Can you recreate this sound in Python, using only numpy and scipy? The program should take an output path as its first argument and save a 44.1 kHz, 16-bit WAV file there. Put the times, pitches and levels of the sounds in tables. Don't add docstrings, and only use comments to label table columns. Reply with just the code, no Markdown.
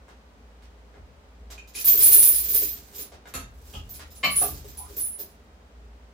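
import sys
import numpy as np
from scipy import signal
from scipy.fft import rfft, irfft
from scipy.io import wavfile

SR = 44100
rng = np.random.default_rng(int(sys.argv[2]) if len(sys.argv) > 2 else 0)


def int16_out(signal):
    q = np.round(np.clip(np.atleast_2d(signal).T, -1, 1) * 32767)
    wavfile.write(sys.argv[1], SR, q.astype(np.int16))


N = 270465
TIME = np.arange(N) / SR
TAIL = TIME[:SR * 2 // 5]
HIT_S = 0.029

# pitch_hz, level_db
FLOOR_TONE = [(80, -1), (130, -15), (230, -10), (310, -10), (360, -11), (415, -2), (480, -15.5), (620, -20),
              (900, -21), (2000, -21)]


def chain(jostle_db, count):
    # start_s, crack_db, lower_ring_db, upper_ring_db
    clinks = [(1.505, -48.5, -76, -60), (1.675, -55, -71, -59), (1.753, -42, -35, -52.5),
              (1.79, -44, -36, -34), (1.845, -40.5, -28.5, -17), (1.873, -32, -34.5, -14.5),
              (1.998, -36, -25, -22), (2.022, -43, -11, -43), (2.112, -41, -14, -37), (2.17, -87, -12, -50),
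              (2.226, -33.5, -16.5, -20), (2.27, -62, -19, -16), (2.342, -49, -22.5, -43),
              (2.494, -58, -41, -34), (2.533, -47, -28, -18.5), (2.705, -62, -69, -34.5),
              (2.946, -49.5, -56, -40), (2.998, -48, -42, -41), (3.272, -55.5, -66, -62),
              (3.643, -78, -76, -63), (3.892, -55, -64, -40.5), (3.939, -50, -45.5, -47),
              (4.105, -57, -71, -53), (4.152, -54.5, -49, -60), (4.242, -45, -66, -36),
              (4.305, -76, -29, -38), (4.358, -68, -18, -38), (4.394, -52, -22.5, -50),
              (4.773, -54.5, -36, -46), (4.895, -80, -68, -58), (4.966, -55, -49, -29),
              (4.998, -88, -24.5, -64), (5.047, -82, -30, -37), (5.112, -78, -37.5, -64),
              (5.188, -60, -48, -34), (5.29, -67, -66, -70)]
    # pitch_hz, spread_hz, level_db, fade_s
    lower_tones = [(9968, 40, 0, .22), (10105, 80, -1, .14), (10605, 60, -5, .17), (10970, 60, -1, .14),
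                   (11130, 280, -14, .09)]
    # pitch_hz, spread_hz, level_db, fade_s
    upper_tones = [(12330, 80, -21, .1), (13400, 120, 0, .14), (13660, 180, -1.5, .12),
                   (14237, 20, -15, .18), (14715, 140, -3, .12)]
    # pitch_hz, spread_hz, level_db, fade_s
    muffled_tones = [(2476, 120, -11, 0.13), (3730, 800, -13.5, 0.089), (4714, 700, -2, .05),
                     (6097, 980, 2.5, 0.044), (7270, 800, 2, .05)]
    # pitch_hz, level_db
    crack_tone = [(150, -28.5), (700, -33.5), (1300, -11.5), (2200, -3.5), (3400, -1.5), (4600, 0),
                  (8500, -4.5), (12000, -4), (14800, -11.5), (16000, -26)]
    strength = np.array([follow(jostle_db, full_db=-36, slope=0.95),
                         follow(jostle_db, full_db=-21.5, slope=3.02) * freed(free_s=1.99),
                         follow(jostle_db, full_db=-14.5, slope=1.94) * freed(free_s=1.85)])
    force = strength * collisions(per_s=260, uneven_db=5)
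    for start_s, *levels_db in clinks:
        add(force, start_s, from_db(levels_db)[:, None] * chatter(count=6, spread_s=.023, first_db=-4))
    crack, lower, upper = force
    which_link = rng.integers(0, count, N)
    out = links(lower, which_link, lower_tones, count) + links(upper, which_link, upper_tones, count)
    out += from_db(-3) * links(crack, which_link, muffled_tones, count)
    pulse = from_db(-2.5) * snap(crack_tone)
    for i in np.flatnonzero(np.abs(crack) > 1e-5):
        add(out[which_link[i]], i / SR, crack[i] * pulse)
    return out


def links(contacts, which_link, tones, count):
    power = sum(from_db(db) ** 2 for _, _, db, _ in tones)
    even = np.linspace(-1, 1, count)
    voices = np.zeros((count, len(TAIL)))
    for centre_hz, spread_hz, db, fade_s in tones:
        for k, hz in enumerate(centre_hz + spread_hz * rng.permutation(even * np.abs(even))):
            voices[k] += from_db(db) / np.sqrt(power) * unit(ring(hz, fade_s))
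    out = np.zeros((count, N))
    for i in np.flatnonzero(np.abs(contacts) > 1e-4):
        add(out[which_link[i]], i / SR, contacts[i] * voices[which_link[i]])
    return out


def jostle(lift_early_s=0.011, full_pull_db=-34):
    # time_s, level_db
    lift = [(1.745, -46), (1.761, -40.5), (1.851, -44.5), (1.879, -36), (1.947, -34.5), (2.023, -35),
            (2.255, -36), (2.483, -42), (2.493, -39), (2.635, -38.5), (2.743, -52), (2.9, -60.5)]
    # peak_s, level_db, rise_s, fall_s (each over 20 dB)
    shakes = [(2.998, -42.5, 0.098, 0.043), (3.74, -53.5, 0.15, .08), (3.95, -55, 0.11, 0.11),
              (4.405, -41, 0.17, 0.24), (4.669, -52, 0.017, 0.23), (4.98, -52, 0.3, 0.067),
              (5.19, -59, 0.067, 0.13)]
    db = np.interp(TIME + lift_early_s, *np.transpose(lift), left=-150, right=-150)
    for peak_s, peak_db, rise_s, fall_s in shakes:
        drop_db = 20 * np.maximum((peak_s - TIME) / rise_s, (TIME - peak_s) / fall_s)
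        db = np.maximum(db, peak_db - drop_db)
    return db - full_pull_db


def follow(jostle_db, full_db, slope):
    return from_db(full_db + slope * jostle_db)


def freed(free_s, muffle_db=25, release_s=0.012):
    return from_db(-muffle_db * np.clip((free_s - TIME) / release_s, 0, 1))


def bar(room):
    # start_s, level_db
    hits = [(4.231, -34), (4.236, -26), (4.245, -26)]
    # pitch_hz, level_db, fade_s
    tones = [(155, -21, 0.23), (570, 2.5, 0.17), (1165, -9, 0.21), (1140, 1, 0.22), (1778, 5.5, 0.055),
             (2000, -19.5, 0.12), (2170, -3, 0.15), (2217, 9, 0.082), (2430, 2, 0.075), (2460, -5, 0.067),
             (2680, 4, 0.13), (3150, -19, 0.078), (2990, 0.5, 0.082), (3040, -17, .08), (3700, 2, 0.043),
             (4130, 1, 0.1), (4440, 0, 0.16), (5320, -4, .1), (5300, -10, .11), (8100, -31, 0.068),
             (7650, -14, .08)]
    # pitch_hz, level_db
    crack_tone = [(88, -50.5), (150, -6.5), (476, -33.5), (572, -4), (872, -15.5), (1130, -4),
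                  (1660, -28.5), (2300, 1.5), (2570, -14.5), (3090, -2), (3390, -40), (4220, -7.5),
                  (5870, -33), (7180, -27), (12000, -53), (15600, -73), (22000, -120)]
    return struck(hits, tones, room, crack_db=4, crack_tone=crack_tone)


def plates(room):
    # start_s, level_db
    hits = [(4.417, -32.5), (4.425, -30.5)]
    # pitch_hz, level_db, fade_s
    tones = [(405, -1.5, 0.24), (630, 0, 0.04), (745, 10.5, 0.082), (776, 0, 0.077), (894, -1.5, 0.052),
             (1120, -1, 0.049), (1200, 6, 0.063), (1460, -8, 0.072), (2500, -11, 0.084), (2659, -12, 0.15)]
    return struck(hits, tones, room, crack_db=-8,
                  crack_tone=((150, -5), (800, -4), (2000, -14.5), (8000, -24)))


def hanger(room):
    # start_s, level_db
    hits = [(3.339, -35.5), (3.352, -33.5), (3.398, -46)]
    # pitch_hz, level_db, fade_s
    tones = [(1127, -12, 0.15), (1285, 2, 0.081), (1578, -4.5, 0.24), (2054, -3, 0.054), (2697, -1, 0.066),
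             (3720, -2.5, 0.041), (4370, 1, 0.026), (5030, -23, .07), (6280, 0.5, 0.057), (7060, 5, 0.029),
             (7800, -11, 0.047), (9530, -0.5, 0.039), (10580, 6, 0.016), (11500, 5.5, 0.025),
             (12200, -2, .04)]
    return struck(hits, tones, room, crack_db=-3,
                  crack_tone=((150, -3), (1200, 0), (4000, -9.5), (14000, -16)))


def sleeve(room):
    # start_s, level_db
    hits = [(3.737, -45), (3.752, -42)]
    # pitch_hz, level_db, fade_s
    tones = [(842, -1, 0.13), (1257, -2, 0.14), (2540, -3, 0.067), (2800, 8, 0.044), (3050, 9, 0.035),
             (3180, -10, 0.06), (3304, 7, 0.044)]
    return struck(hits, tones, room, crack_db=-24, crack_tone=((300, 0), (12000, -6)))


def rack(room):
    # start_s, level_db
    hits = [(0.965, -40.5), (3.34, -34), (3.745, -32), (4.27, -37), (4.49, -34), (4.54, -40.5)]
    # pitch_hz, level_db, fade_s
    tones = [(51.7, 11, 0.26), (73.4, 11, 0.52), (120.5, -0.5, 0.48), (147, -16, 0.25),
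             (216.5, -39.5, 0.37)]
    return struck(hits, tones, room, crack_db=-11.5, crack_tone=((150, 3), (1500, -21.5), (8000, -58)))


def heap(room):
    # start_s, level_db
    hits = [(1.579, -44.5), (1.593, -63), (1.750, -43.5), (1.772, -42)]
    # pitch_hz, level_db, fade_s
    tones = [(2415, 0, 0.067), (2683, -5.5, 0.041), (2520, -2, 0.05), (3050, -9, 0.059),
             (6250, -14.5, 0.053), (7130, -16, 0.066)]
    return struck(hits, tones, room, crack_db=-8,
                  crack_tone=((300, -9.5), (2600, -1), (7000, -10), (14000, -22)))


def floorboards(room):
    # start_s, level_db
    hits = [(1.945, -45.5), (1.995, -43), (2.165, -42), (2.55, -40.5), (2.62, -39.5), (2.99, -45.5),
            (4.645, -47), (4.9, -49.5), (4.965, -45.5), (5.195, -46.5)]
    # pitch_hz, level_db, fade_s
    tones = [(310, -6.5, 0.053), (418.3, -1.5, 0.0918), (520, -8.5, 0.0787)]
    return struck(hits, tones, room, crack_db=-3.5, crack_tone=FLOOR_TONE)


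def tumble(jostle_db):
    landings = follow(jostle_db, full_db=-41.5, slope=0.53) * collisions(per_s=84, uneven_db=2)
    return through(landings, snap(FLOOR_TONE))


def knocks(bass_db=-7.5, top_db=-16.5):
    # start_s, low_db, middle_db, high_db
    hits = [(0.083, -53, -57, -68), (0.624, -65, -60.5, -65.5), (0.941, -54, -60, -79),
            (1.503, -48, -51, -54.5), (3.12, -46.5, -59, -64.5), (3.256, -48.5, -50, -66),
            (3.74, -49, -57, -54), (3.995, -47.5, -46, -55), (4.966, -48, -100, -54),
            (5.188, -47, -68, -53)]
    out = np.zeros(N)
    for start_s, low, middle, high in hits:
        tone = [(80, low + bass_db), (600, low), (1600, middle), (5500, high), (15000, high + top_db)]
        strength = np.linalg.norm(from_db([low, middle, high]))
        touches = chatter(count=8, spread_s=.032, first_db=-2)
        add(out, start_s, strength * np.convolve(touches, snap(tone)))
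    return out


def squeak(roughness=0.11):
    # time_s, pitch_hz, level_db
    slide = [(4.773, 812, -56), (4.801, 878, -41), (4.831, 972, -52), (4.865, 1156, -51), (4.90, 1150, -90)]
    times, hz, db = np.transpose(slide)
    pitch_hz = np.interp(TIME, times, hz) * (1 + roughness * drift(per_s=400))
    loudness = from_db(np.interp(TIME, times, db, left=-120, right=-120))
    return loudness * np.sin(2 * np.pi * np.cumsum(pitch_hz) / SR)


def background(air_db=-54, hum_db=-52, waver_db=4.5):
    # pitch_hz, level_db
    air_tone = [(25, -35.5), (40, -11.5), (60, -9), (76, -0.5), (95, -24.5), (260, -12.5), (335, -30.5),
                (420, -18), (600, -20), (1000, -23), (3000, -33), (7000, -41), (11000, -50), (15000, -49)]
    # pitch_hz, level_db
    hum_tones = [(57, -1), (409, -20.5)]
    air = unit(sum(from_db(at_hz(air_tone, hz)) * noise for hz, noise in bands(N))) * np.sqrt(N)
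    hum = sum(from_db(db) * np.sqrt(2) * np.sin(2 * np.pi * hz * TIME + 0.37 * drift(per_s=3.89))
              for hz, db in hum_tones)
    return from_db(air_db) * air + from_db(hum_db + waver_db * drift(per_s=4.1)) * hum


def gym(direct_db=-6.5, build_s=0.00073):
    # pitch_hz, fade_s
    fades = [(100, 0.97), (400, 0.2), (2000, 0.31), (6000, 0.26), (10000, 0.18), (15000, 0.14)]
    # pitch_hz, left_minus_right_db
    balance = [(250, 0), (1000, 0), (2500, 1.3), (5000, -5.5), (10000, -4), (14000, -3)]
    echoes = np.zeros((2, len(TAIL)))
    for hz, noise in bands(len(TAIL)):
        fade_s = at_hz(fades, hz)
        sides = from_db(at_hz(balance, hz) * np.array([[.5], [-.5]]))
        echoes += noise * from_db(-60 * TAIL / fade_s) / np.sqrt(fade_s) * sides
    response = unit(echoes * (1 - np.exp(-TAIL / build_s)))
    response[:, 0] += from_db(direct_db)
    return unit(response)


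def bands(size):
    # pitch_hz, likeness (1 = the same, 0 = unrelated)
    likeness = [(60, 0.96), (250, 0.91), (500, 0.76), (1000, -0.14), (2500, -0.049), (12000, -0.17)]
    edges_hz = 25 * 2 ** (np.arange(29) / 3)
    white = rng.standard_normal((2, 2, size + 4000))
    for k, (low, high) in enumerate(zip(edges_hz, edges_hz[1:])):
        band = signal.butter(2, [low, high], "band", fs=SR, output="sos")
        mid, side = signal.sosfilt(band, white[k % 2])[:, -size:]
        hz = np.sqrt(low * high)
        alike = at_hz(likeness, hz)
        yield hz, np.sqrt(1 + alike) * mid + np.sqrt(1 - alike) * side * [[1], [-1]]


def struck(hits, tones, room, crack_db, crack_tone):
    out = np.zeros((2, N))
    rings = np.array([from_db(db) * np.sqrt(fade_s) * unit(through(ring(hz, fade_s), room))
                      for hz, db, fade_s in tones])
    for start_s, db in hits:
        shares = rng.choice([-1, 1], len(tones)) * from_db(rng.standard_normal(len(tones)))
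        touches = chatter(count=6, spread_s=.015, first_db=-2.5)
        crack = through(np.convolve(touches, snap(crack_tone)), room)
        add(out, start_s, from_db(db) * np.sqrt(HIT_S * SR) * unit(np.tensordot(shares, rings, 1)))
        add(out, start_s, from_db(db + crack_db) * np.sqrt(HIT_S * SR) * unit(crack))
    return out


def collisions(per_s, uneven_db):
    sizes = from_db(uneven_db * np.clip(rng.standard_normal(N), -2, 2)) * rng.choice([-1, 1], N)
    return unit(sizes * (rng.random(N) < per_s / SR)) * np.sqrt(N)


def chatter(count, spread_s, first_db):
    delay_s = np.append(0, spread_s * (np.arange(count) + rng.random(count)) / count)
    swell = from_db(first_db * np.maximum(1 - 2 * delay_s / spread_s, 0))
    sizes = rng.choice([-1, 1], count + 1) * np.exp(-delay_s / spread_s) * swell
    return unit(np.bincount((delay_s * SR).astype(int), sizes)) * np.sqrt(HIT_S * SR)


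def ring(hz, fade_s):
    return np.sin(2 * np.pi * hz * TAIL) * from_db(-60 * TAIL / fade_s)


def snap(tone, size=2048):
    hz = np.maximum(np.fft.rfftfreq(size, 1 / SR), 1)
    cepstrum = irfft(np.log(from_db(at_hz(tone, hz))))
    fold = 1 + np.sign(size // 2 - np.arange(size)) * (np.arange(size) > 0)
    return unit(irfft(np.exp(rfft(cepstrum * fold))))


def drift(per_s):
    points = rng.standard_normal(4000)
    return np.interp(TIME * per_s, np.arange(len(points)), points)


def from_db(db):
    return 10 ** (np.asarray(db) / 20)


def unit(x):
    return x / np.sqrt(np.mean(np.sum(x ** 2, axis=-1)) + 1e-30)


def at_hz(table, hz):
    pitches, values = np.transpose(table)
    return np.interp(np.log(hz), np.log(pitches), values)


def through(x, response):
    return signal.oaconvolve(np.atleast_2d(x), np.atleast_2d(response), axes=-1)[:, :N]


def add(track, start_s, sound):
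    start = round(start_s * SR)
    track[..., start:start + sound.shape[-1]] += sound[..., :N - start]


def scene():
    paths = [gym() for _ in range(4)]
    from_floor, from_sleeve = paths[:2]
    jostle_db = jostle()
    each_link = chain(jostle_db, count=12)
    rattle = sum(through(each_link[k::len(paths)].sum(0), path) for k, path in enumerate(paths))
    handling = through(tumble(jostle_db) + knocks() + squeak(), from_floor)
    barbell = bar(from_sleeve) + plates(from_sleeve) + hanger(from_sleeve) + sleeve(from_sleeve)
    bumps = heap(from_floor) + floorboards(from_floor) + rack(from_floor)
    return rattle + handling + barbell + bumps + background()


def record(dry):
    low_hz, high_hz, ceiling = 42, 15800, .85
    thin = signal.sosfilt(signal.butter(5, low_hz, "high", fs=SR, output="sos"), dry)
    rounded = thin / (1 + (thin / ceiling) ** 6) ** (1 / 6)
    return signal.sosfilt(signal.ellip(12, .1, 100, high_hz, fs=SR, output="sos"), rounded)


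dry = scene()
out = record(dry)
int16_out(out)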